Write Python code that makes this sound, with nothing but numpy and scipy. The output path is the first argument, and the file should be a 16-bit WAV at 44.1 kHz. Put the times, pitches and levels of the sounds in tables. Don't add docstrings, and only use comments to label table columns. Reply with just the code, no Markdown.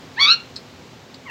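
import sys
import numpy as np
from scipy import signal
from scipy.fft import rfft, irfft, next_fast_len
from scipy.io import wavfile
from scipy.ndimage import uniform_filter1d, minimum_filter1d, map_coordinates

SR = 44100
rng = np.random.default_rng(int(sys.argv[2]) if len(sys.argv) > 2 else 0)


def materialize(psi):
    bounded = np.clip(np.atleast_2d(psi).T, -1, 1)
    quanta = np.round(bounded * 32767).astype(np.int16)
    wavfile.write(sys.argv[1], SR, quanta)


N = 57330

# (time [s], pitch [Hz], drive [dB], treble gain [dB])
LOUD_WHISTLE = [(.160, 724, -54.5, -3), (.183, 919.4, -28.5, -23.5), (.200, 1077, -21.5, -8),
                (.212, 1113, -19, -3.5), (.232, 1146, -24.5, 5.5), (.248, 1113, -20.5, -1),
                (.264, 1179, -22.5, -1.5), (.294, 1294, -22, -0.5), (.313, 1381, -21.5, 7.5),
                (.331, 1419, -26.5, 7.5), (.348, 1361, -39, 4)]
FALLING_NOTE = [(1.252, 1150, -64, -6), (1.265, 1103, -41, -9), (1.283, 956, -40, -12),
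                (1.293, 920, -44.5, -3.5), (1.310, 856, -28, 7)]
# (frequency [Hz], gain [dB])
LOUD_WHISTLE_SPECTRUM = [(700, -8.5), (1100, -6), (1400, -1.5), (1850, 3.5), (2300, -2.5), (2800, -2),
                         (3050, 0.5), (3400, 2.5), (3800, 7.5), (4150, 4.5), (4520, 7), (4750, -11.5),
                         (5000, -10), (5600, -15), (6100, -18.5), (6950, -32.5), (7400, -42), (8500, -42),
                         (10000, -64.5), (12500, -59), (14200, -52.5), (16000, -56)]
# (frequency [Hz], gain [dB])
FALLING_NOTE_SPECTRUM = [(700, -22), (1050, -2), (1400, 5), (1850, 1), (2200, -0.5), (2750, 4.5),
                         (3150, -8), (3600, -22), (5000, -38), (8000, -50)]
# (frequency [Hz], gain [dB])
HISS_SPECTRUM = [(1500, -1), (4000, -3.5), (6500, -1.5), (7500, -13), (9000, -15), (10500, -25),
                 (16000, -32)]
# (time [s], scale [1])
ROUGHNESS = [(.17, .4), (.20, .9), (.225, .8), (.25, 1.0), (.275, 1.35), (.295, 1.3), (.315, .8),
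             (.335, .9), (1.25, .8)]
FLUTTER_HZ, REF_PITCH_HZ = 172.8, 1131.5
FLUTTER_FM, FLUTTER_AM, FLUTTER_DRIFT, JITTER = .018, .32, .03, .013
RASP_DB, RASP_DB_PER_HARMONIC, RASP_WIDTH_HZ = -19, 2.5, 900
TREBLE_FROM_HZ, TREBLE_FULL_HZ = 2370, 3080
HISS_DB, HISS_LOSS_DB_PER_HZ = -17, .3


def myna(note, spectrum, harmonics=14, fade_s=.0017):
    t = np.arange(N) / SR
    times, *columns = np.transpose(note)
    pitch_hz, drive_db, treble_db = [np.interp(t, times, column) for column in columns]
    gate = np.clip((t - times[0]) / fade_s, 0, 1) * np.clip((times[-1] - t) / fade_s, 0, 1)
    rough = np.interp(t, *np.transpose(ROUGHNESS))
    flutter_hz = FLUTTER_HZ * pitch_hz / REF_PITCH_HZ * (1 + FLUTTER_DRIFT * wobble(80))
    flutter = rough * np.sin(phase_rad(flutter_hz * (t > times[0])))
    phase = phase_rad(pitch_hz * (1 + FLUTTER_FM * flutter + JITTER * rough * wobble(700)))
    drive = gate * amp(drive_db) * (1 + FLUTTER_AM * flutter)
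    voice = np.zeros(N)
    for k in range(1, harmonics + 1):
        treble_share = np.clip((k * pitch_hz - TREBLE_FROM_HZ) / (TREBLE_FULL_HZ - TREBLE_FROM_HZ), 0, 1)
        rasp_depth = rough * amp(RASP_DB + RASP_DB_PER_HARMONIC * min(k - 2, 10))
        rasp = rasp_depth * (wobble(RASP_WIDTH_HZ) + 1j * wobble(RASP_WIDTH_HZ))
        harmonic = np.exp(1j * (k * phase + rng.uniform(0, 2 * np.pi)))
        voice += amp(treble_share * treble_db) * np.imag((1 + rasp) * harmonic)
    hiss_loss_db = HISS_LOSS_DB_PER_HZ * np.maximum(pitch_hz - REF_PITCH_HZ, 0)
    hiss = noise(HISS_SPECTRUM) * amp(HISS_DB + treble_db - hiss_loss_db)
    return coloured(np.sqrt(2) * voice * drive, spectrum) + hiss * drive


# (time [s], level [dB], rise [s], t60 [s], ring [Hz])
BEAK_CLICKS = [(0.5602, -31, 0.0003, .005, 4630), (0.5636, -24, 0.00039, 0.021, 4400),
               (1.1410, -35, 0.0045, 0.013, 4230)]
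# (frequency [Hz], gain [dB])
CLICK_SPECTRUM = [(300, -29), (1900, -12.5), (3500, -12), (5000, -5.5), (5900, -15), (7600, -13),
                  (9500, -33), (15500, -34)]


def beak_clicks(ring_db=16, width_hz=520):
    out = np.zeros(N)
    for start_s, level_db, rise_s, t60_s, ring_hz in BEAK_CLICKS:
        age_s = np.maximum(np.arange(N) / SR - start_s, 0)
        snap = noise(CLICK_SPECTRUM)
        ring = filtered(snap, lambda hz: amp(ring_db * np.exp(-.5 * ((hz - ring_hz) / width_hz) ** 2)))
        envelope = np.minimum(age_s / rise_s, 1) * decay(np.maximum(age_s - rise_s, 0), t60_s)
        out += amp(level_db) * unit_rms(ring) * envelope
    return out


# (delay [s], gain [dB])
NEAR_WALLS = [(.0023, -13), (.0044, -15), (.0098, -27.5)]
# (frequency [Hz], gain [dB])
TAIL_SPECTRUM = [(500, -8), (1350, 1), (2200, 5.5), (2780, 5), (3400, 1), (4200, -6.5), (8000, -4)]
SCATTER_DB, TAIL_DB = -5.5, -12.5


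def room(x):
    walls = filtered(x, lambda hz: sum(amp(db) * np.exp(-2j * np.pi * hz * s) for s, db in NEAR_WALLS))
    scatter = amp(SCATTER_DB) * echoes(x, t60_s=.091)
    tail = amp(TAIL_DB) * coloured(echoes(x, t60_s=.29), TAIL_SPECTRUM)
    return x + walls + scatter + tail


# (frequency [Hz], gain [dB])
AIR_SPECTRUM = [(15, -50), (25, -35), (91, -2), (129, -1.5), (173, -2.5), (209, -5.5), (267, 0.5),
                (305, -10), (389, -5), (421, -9), (495, -6), (614, -11), (684, -10), (1080, -12.5),
                (1170, -14.5), (4260, -19), (7300, -27), (9550, -42), (15500, -39)]
# (frequency [Hz], level [dB])
HUM_TONES = [(256, -70.5), (388, -68), (502, -65)]
AIR_DB, AIR_REF_S, AIR_SAG_DB_PER_S = -44, 1.09, 2


def background():
    t = np.arange(N) / SR
    air = noise(AIR_SPECTRUM) * amp(AIR_DB + AIR_SAG_DB_PER_S * (AIR_REF_S - t) + .21 * wobble(30))
    hum = np.zeros(N)
    for hz, level_db in HUM_TONES:
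        tone = np.sqrt(2) * np.sin(phase_rad(hz + 9 * wobble(25)))
        hum += tone * amp(level_db + 1.8 * wobble(9.8))
    return air + hum


def amp(db):
    return 10 ** (np.asarray(db) / 20)


def unit_rms(x):
    return x / np.sqrt(np.mean(x ** 2) + 1e-20)


def wobble(knots_per_s):
    return map_coordinates(rng.standard_normal(N), [np.arange(N) * knots_per_s / SR], mode="wrap")


def phase_rad(hz):
    return 2 * np.pi * np.cumsum(hz) / SR


def decay(age_s, t60_s):
    return amp(-60 * age_s / t60_s)


def filtered(x, response):
    size = next_fast_len(N + SR // 2)
    return irfft(rfft(x, size) * response(np.fft.rfftfreq(size, 1 / SR)), size)[:N]


def coloured(x, spectrum):
    points_hz, gains_db = np.transpose(spectrum)
    return filtered(x, lambda hz: amp(np.interp(np.log(hz + 1), np.log(points_hz + 1), gains_db)))


def noise(spectrum):
    return unit_rms(coloured(rng.standard_normal(N), spectrum))


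def echoes(x, t60_s, delay_s=.005):
    tail = rng.standard_normal(N) * decay(np.arange(N) / SR, t60_s)
    impulse = np.pad(tail / np.linalg.norm(tail), (round(delay_s * SR), 0))
    return signal.fftconvolve(x, impulse)[:N]


def scene():
    calls = myna(LOUD_WHISTLE, LOUD_WHISTLE_SPECTRUM) + myna(FALLING_NOTE, FALLING_NOTE_SPECTRUM)
    return (room(calls + beak_clicks()) + background())[None]


TOP_HZ, CEILING, LIMITER_S = 15800, .95, .004


def record(dry):
    sound = filtered(dry[0], lambda hz: hz < TOP_HZ)
    window = round(LIMITER_S * SR)
    needed_gain = CEILING / np.maximum(np.abs(sound), CEILING)
    gain = uniform_filter1d(minimum_filter1d(needed_gain, 2 * window), window)
    return filtered(sound * gain, lambda hz: hz < TOP_HZ)[None]


dry = scene()
out = record(dry)
materialize(out)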